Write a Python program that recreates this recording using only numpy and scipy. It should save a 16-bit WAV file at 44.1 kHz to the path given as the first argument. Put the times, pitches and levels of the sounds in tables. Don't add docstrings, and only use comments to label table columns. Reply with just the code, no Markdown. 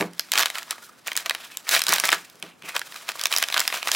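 import sys
import numpy as np
from scipy import signal
from scipy.fft import rfft, irfft
from scipy.io import wavfile
from scipy.ndimage import uniform_filter1d

SR = 44100
rng = np.random.default_rng(int(sys.argv[2]) if len(sys.argv) > 2 else 0)


def int16_out(signal):
    q = np.round(np.clip(np.atleast_2d(signal).T, -1, 1) * 32767)
    wavfile.write(sys.argv[1], SR, q.astype(np.int16))


def magnitude_from_level(level_db):
    exponent = np.asarray(level_db, float) / 20
    return 10 ** exponent


N = 174195

# (t/s, level/dB)
HOLD = [(.02, -39), (.1, -52.5), (.3, -50), (.5, -41.5), (1.0, -58), (1.45, -44.5), (1.63, -52), (1.8, -37),
        (2.1, -35.5), (2.25, -50), (2.6, -64.5), (2.66, -43), (2.9, -46.5), (3.5, -40), (3.76, -35.5),
        (3.805, -42), (3.86, -33.5), (3.95, -30.5)]
LEFT_RIGHT = np.array([[1], [-1]])


def unit(x):
    return x / np.sqrt(np.mean(x ** 2))


def band(x, lo_hz, hi_hz):
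    sos = signal.butter(1, [lo_hz, min(hi_hz, .45 * SR)], "band", fs=SR, output="sos")
    return signal.sosfilt(sos, x)


def tail(t60_s, channels):
    t = np.arange(int(.4 * SR)) / SR
    h = rng.standard_normal((channels, len(t))) * 1000 ** (-t / t60_s)
    return h / np.sqrt((h ** 2).sum(1, keepdims=True))


def swell(t, start_s, end_s, rise_s, fall_s):
    return np.exp(np.minimum(np.minimum((t - start_s) / rise_s, (end_s - t) / fall_s), 0))


def hold_db(t):
    return np.interp(t, *np.array(HOLD).T)


def foil_colour(f, hz):
    below, above = 0.9, 1.295
    ring_db, radiate_hz = 4, 424
    dulling = 0.37
    r = f / hz
    ring = magnitude_from_level(ring_db * np.exp(-(np.log(r) / .35) ** 2))
    radiation = f ** 2 / (f ** 2 + radiate_hz ** 2)
    return ring * radiation * r ** below / (1 + r ** (below + above * (4000 / hz) ** dulling))


def creases(at_s, db, hz, size):
    snap_s, thump_s, thump_lag_s, split_hz = .00042, .0015, .0005, 3600
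    t = np.arange(size) / SR
    f = np.fft.rfftfreq(size, 1 / SR) + 1
    quick, slow, side = rng.standard_normal((len(at_s), 3, size)).transpose(1, 0, 2)
    low = 1 / (1 + (f / split_hz) ** 2)
    since = np.maximum(t - 16 / SR, 0)
    crack = np.sqrt(since) * np.exp(-since / snap_s) / np.sqrt(snap_s)
    thump = since / (since + thump_lag_s) * np.exp(-since / thump_s)
    spectrum = rfft(quick * crack) * (1 - low) + rfft(slow * thump) * low
    snap = irfft(spectrum * foil_colour(f, hz[:, None]), size)
    snap *= magnitude_from_level(db)[:, None] / np.abs(snap).max(1, keepdims=True)
    at = (np.round(at_s * SR).astype(int)[:, None] + np.arange(size)).ravel()

    def lay(v):
        return np.bincount(at, v.ravel(), N + 2 * size)[17:N + 17]

    off_centre = side[:, :1] * snap + side[:, 1:2] * (np.roll(snap, 2, axis=1) - snap)
    return np.array([lay(snap), lay(off_centre)])


def snaps():
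    # (t/s, peak/dB,
    # centre f/Hz)
    buckles = [(0.0094, -6, 2300), (0.0245, -13.5, 2050), (0.195, -4.5, 4270), (0.3185, -1.5, 4400),
               (0.336, -5.5, 3470), (0.3551, -7, 2500), (0.3769, 0, 3430), (0.3809, -17, 3530),
               (0.3852, -1, 4830), (0.3931, -0.5, 3420), (0.4009, -7, 5240), (0.4046, -8.5, 3200),
               (0.4098, -9.5, 4300), (0.4212, -11, 2900), (0.4255, -7, 3800), (0.4323, -7, 2180),
               (0.4579, -3.5, 3570), (0.4828, -23, 3450), (0.5014, -12.5, 3030), (0.5464, -24, 3000),
               (0.5544, -14, 2600), (0.5833, -14.5, 3570), (0.7085, -5, 5670), (0.7205, -23, 4000),
               (0.7272, -24, 1520),
               (1.0701, -17.5, 2770), (1.075, -8, 7800), (1.081, -16, 2300), (1.1174, -11, 2200),
             (1.1657, -3, 6800), (1.1747, -3, 4900), (1.2602, -12.5, 2660), (1.296, -3, 3400),
             (1.3087, -7, 2220), (1.349, -13.5, 2900), (1.5711, -9.5, 6800),
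               (1.6912, -2.5, 5440), (1.74, -13, 3180), (1.749, -3.5, 3330), (1.7526, -6.5, 3000),
            (1.764, -4.5, 2000), (1.793, -6, 4860), (1.805, -12, 3000), (1.8181, -1, 4400),
            (1.838, -10, 5250), (1.8673, -5, 3700), (1.8835, -4.5, 4470), (1.8917, 0, 7060),
            (1.9233, -5, 5000), (1.9281, -4, 1810), (1.9357, -1, 5800), (1.939, -1, 5500),
            (1.9603, -8, 4700), (1.9831, -8, 3300), (1.9995, -2, 6100), (2.0376, -9, 1670),
            (2.0429, -5, 4000), (2.0538, -3, 6030), (2.0651, -26, 3870), (2.0741, -12, 6600),
            (2.0854, -9.5, 2750), (2.09, -3, 2250), (2.1034, -10.5, 5260), (2.118, -4.5, 3230),
            (2.128, 1, 2200),
               (2.426, -14, 2770), (2.6824, -36, 2500), (2.689, -22, 5960), (2.693, -18, 2430),
                 (2.752, -19, 3230), (2.7647, -6, 2600), (2.7934, -14.5, 5630), (2.8157, -18, 1660),
                 (2.9431, -26, 2800), (3.0899, -8.5, 3280), (3.118, -18, 3800),
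               (3.213, -11.5, 4030), (3.2374, -7, 4300), (3.256, -1.5, 3600), (3.269, -11.5, 5960),
              (3.317, -11, 2600), (3.3259, -3.5, 3900), (3.3385, -6, 3130), (3.3636, -1.5, 3670),
              (3.3746, -8, 4900), (3.3838, -2, 6440), (3.4209, -16, 2420), (3.426, -4, 3340),
              (3.4382, -7, 3200), (3.4857, -12.5, 3950), (3.525, -12, 3280), (3.5426, -3.5, 2780),
              (3.5649, -8, 1490), (3.5717, -9.5, 2100), (3.5778, -3, 2920), (3.5945, -4.5, 4220),
              (3.603, -0.5, 5650), (3.6145, -10, 2200), (3.6777, -1.5, 3900), (3.7256, -10.5, 2120),
              (3.8731, -8, 2600), (3.9164, -1.5, 5270), (3.945, -21.5, 2780),
               (0.017, -19, 9500), (.1116, -47, 4500), (0.1338, -31, 4600), (0.181, -32, 4000),
             (.2075, -22.5, 5500), (0.2866, -36, 2200), (0.3309, -13, 3000), (.4695, -17, 2480),
             (0.623, -29, 1310), (0.6296, -23, 4000), (0.6807, -31, 1450), (0.7812, -30.5, 1340),
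             (1.0627, -29, 3030), (1.131, -20, 4930), (1.154, -21, 2290), (1.265, -18, 3020),
             (1.5014, -35, 2000), (1.5189, -30.5, 2470), (1.541, -38, 13000), (1.628, -43, 12900),
             (1.669, -30, 2000), (1.6851, -25, 1800), (2.299, -31.5, 5000), (2.3557, -36, 6500),
             (2.3996, -32, 10000), (2.6227, -27.5, 2600), (2.634, -35.5, 3500), (2.6681, -44, 2480),
             (2.779, -20, 8000), (2.9226, -25, 2770), (2.96, -24, 2600), (3.0116, -33, 2770),
             (3.155, -26.5, 710), (3.173, -30, 3130), (3.1943, -14, 3660), (3.501, -14.5, 2360),
             (3.514, -22, 3960), (3.652, -16, 2585), (3.691, -27, 5000), (3.7015, -16.5, 2290),
             (3.741, -15, 2460), (3.8286, -15.5, 2600), (3.8579, -21, 3000), (3.8845, -10.5, 4500),
             (3.8891, -15.5, 1330), (3.9485, -7, 2700)]
    at_s, peak_db, hz = np.array(buckles).T
    return creases(at_s, peak_db, hz, size=256)


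def rustle():
    # (start t/s, end t/s, level/dB, centre f/Hz)
    squeezes = [(0.356, 0.42, -23.5, 2720), (0.462, 0.46, -29.5, 2570), (0.552, 0.59, -34.5, 3270),
                (0.623, 0.6, -34, 3800), (0.713, 0.71, -27.5, 3130), (0.841, 0.86, -43, 6000),
                (1.07, 1.09, -35, 3050), (1.117, 1.115, -38, 2560), (1.169, 1.206, -32.5, 3730),
                (.74, 0.783, -61, 1220), (1.26, 1.255, -34, 2070), (1.288, 1.46, -47.5, 2430),
                (2.431, 2.5, -48.5, 2600), (2.625, 2.3, -46, 2760), (1.679, 1.74, -31, 3420),
                (1.714, 1.772, -18, 3700), (1.888, 1.96, -24.5, 3170), (2.049, 2.058, -22, 3170),
                (2.1, 2.113, -49, 2960), (2.127, 2.134, -19.5, 2580), (2.693, 2.694, -32.5, 2700),
                (2.751, 2.767, -31, 2710), (2.963, 2.96, -34, 3240), (3.089, 3.1, -31, 3350),
                (3.193, 3.26, -36.5, 2920), (3.314, 3.42, -29, 3960), (3.444, 3.36, -26, 3240),
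                (3.545, 3.623, -32.5, 2980), (3.733, 3.78, -31, 2950), (3.879, 3.888, -28.5, 3500)]
    rise_s, fall_s, held_grain_db, foil_hz = 0.0081, 0.014, -6, 2600
    tiny_per_s, scatter_db, spread_oct = 3200, 5, 1
    t = np.arange(N) / SR
    power = magnitude_from_level(hold_db(t) + held_grain_db) ** 2
    pitch = power * np.log(foil_hz)
    for start_s, end_s, db, hz in squeezes:
        p = (magnitude_from_level(db) * swell(t, start_s, end_s, rise_s, fall_s)) ** 2
        power = power + p
        pitch = pitch + p * np.log(hz)
    when, luck, detune = rng.random((int(tiny_per_s * N / SR), 3)).T
    at = (when * N).astype(int)
    tiny_hz = np.exp(pitch / power)[at] * 2 ** (spread_oct * 2 * (detune - .5))
    tiny_db = -scatter_db * np.log(luck + 0.054)
    x = creases(at / SR, tiny_db, tiny_hz, size=160)
    return x / np.sqrt(np.mean(x[0] ** 2)) * np.sqrt(power)


def flicker(rate_hz):
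    k = int(SR / rate_hz)
    steps = np.repeat(rng.standard_normal(N // k + 1), k)
    return magnitude_from_level(4 * unit(uniform_filter1d(steps, k)[:N]))


def friction():
    # (start t/s, end t/s, level/dB, centre f/Hz)
    scrapes = [(.2, 0.232, -49, 2200), (.56, 0.585, -41.5, 1320), (0.72, 0.787, -52, 1350),
               (0.82, 0.94, -58, 1420), (1.367, 1.464, -51.5, 3040), (1.523, 1.556, -51.5, 2600),
               (2.18, 2.3, -61, 2600), (2.426, 2.516, -53, 2600), (2.62, 2.735, -45.5, 2480),
               (2.82, 2.887, -74, 2870), (3.538, 3.612, -37, 2950), (3.734, 3.78, -43, 2750),
               (3.818, 3.837, -37, 2600)]
    half_width_oct, rise_s, fall_s = .3, 0.00079, 0.018
    rub_db, rub_top_db = -3, -13
    t = np.arange(N) / SR
    skin = rng.standard_normal((2, N)) * flicker(90)
    hiss = unit(band(skin, 780, 6800)) + magnitude_from_level(rub_top_db) * unit(band(skin, 4000, 24000))
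    out = magnitude_from_level(hold_db(t) + rub_db) * hiss
    for start_s, end_s, db, hz in scrapes:
        lo_hz, hi_hz = hz * 2 ** -half_width_oct, hz * 2 ** half_width_oct
        note = unit(band(band(skin, lo_hz, hi_hz), lo_hz, hi_hz))
        out = out + magnitude_from_level(db) * swell(t, start_s, end_s, rise_s, fall_s) * note
    return out


def pouch(foil):
    t60_s, hz, level_db = 0.063, 2200, -13
    cavity = band(tail(t60_s, channels=1)[0], hz / 4, hz * 3)
    return magnitude_from_level(level_db) * signal.fftconvolve(foil, cavity)[:N]


def table(shake):
    # (t/s, level/dB)
    knocks = [(.004, -17), (.014, -20), (1.89, -28), (2.039, -34.5), (2.129, -36), (2.345, -47),
              (2.431, -34), (2.636, -38)]
    # (f/Hz, level/dB, t60/s)
    modes = [(97, -17, .2), (174, -11, .32), (272, -13, .24), (436, -22, .2)]
    handling_db, body_db = -48.5, -20.5
    push = magnitude_from_level(handling_db) * shake
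    for at_s, db in knocks:
        push[int(at_s * SR)] += magnitude_from_level(db)
    t = np.arange(int(.4 * SR)) / SR
    ring = sum(magnitude_from_level(db) * np.sin(2 * np.pi * hz * t) * 1000 ** (-t / t60_s) for hz, db, t60_s in modes)
    body = unit(band(band(tail(.2, channels=1)[0], 90, 700), 90, 700))
    return signal.fftconvolve(push, ring + magnitude_from_level(body_db) * body)[:N]


def room(mid):
    level_db, t60_s, top_db, top_t60_s = -17, .24, -8, .14
    h = band(tail(t60_s, channels=3), 89, 8800)
    h = h + magnitude_from_level(top_db) * band(tail(top_t60_s, channels=3), 2200, 15500)
    both, own = np.split(h, [1])
    walls = np.pad(both + .3 * own, ((0, 0), (200, 0)))
    return magnitude_from_level(level_db) * signal.fftconvolve(mid[None], walls, axes=1)[:, :N]


def air():
    # (f/Hz, level/dB)
    spectrum = [(40, 9), (150, -1), (1300, -11), (16000, -43)]
    f = np.maximum(np.fft.rfftfreq(N, 1 / SR), 1)
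    hz, db = np.array(spectrum).T
    shape = magnitude_from_level(np.interp(np.log(f), np.log(hz), db))
    mid, side = irfft(rfft(rng.standard_normal((2, N))) * shape, N)
    return magnitude_from_level(-53) * unit(mid + 0.6 * side * LEFT_RIGHT)


def scene():
    width_db, pan_db, side_hz = -24.5, 0.67, 3500
    mid, side = snaps() + rustle() + friction()
    mid = mid + pouch(mid)
    mid = mid + table(mid)
    side = side + 0.56 * band(side, side_hz / 2, side_hz * 2)
    near = (mid + magnitude_from_level(width_db) * side * LEFT_RIGHT) * magnitude_from_level(-pan_db * LEFT_RIGHT / 2)
    return near + room(mid) + air()


def low_pass(x):
    return signal.sosfilt(signal.butter(12, 16830, fs=SR, output="sos"), x)


def record(dry):
    low_cut_hz, top_hz = 165, 16000
    x = .75 * np.tanh(dry / .75)
    x = signal.sosfilt(signal.butter(3, low_cut_hz, "high", fs=SR, output="sos"), x)
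    x = signal.sosfilt(signal.cheby2(12, 60, 1.062 * top_hz, fs=SR, output="sos"), x)
    return low_pass(x)


dry = scene()
out = record(dry)
int16_out(out)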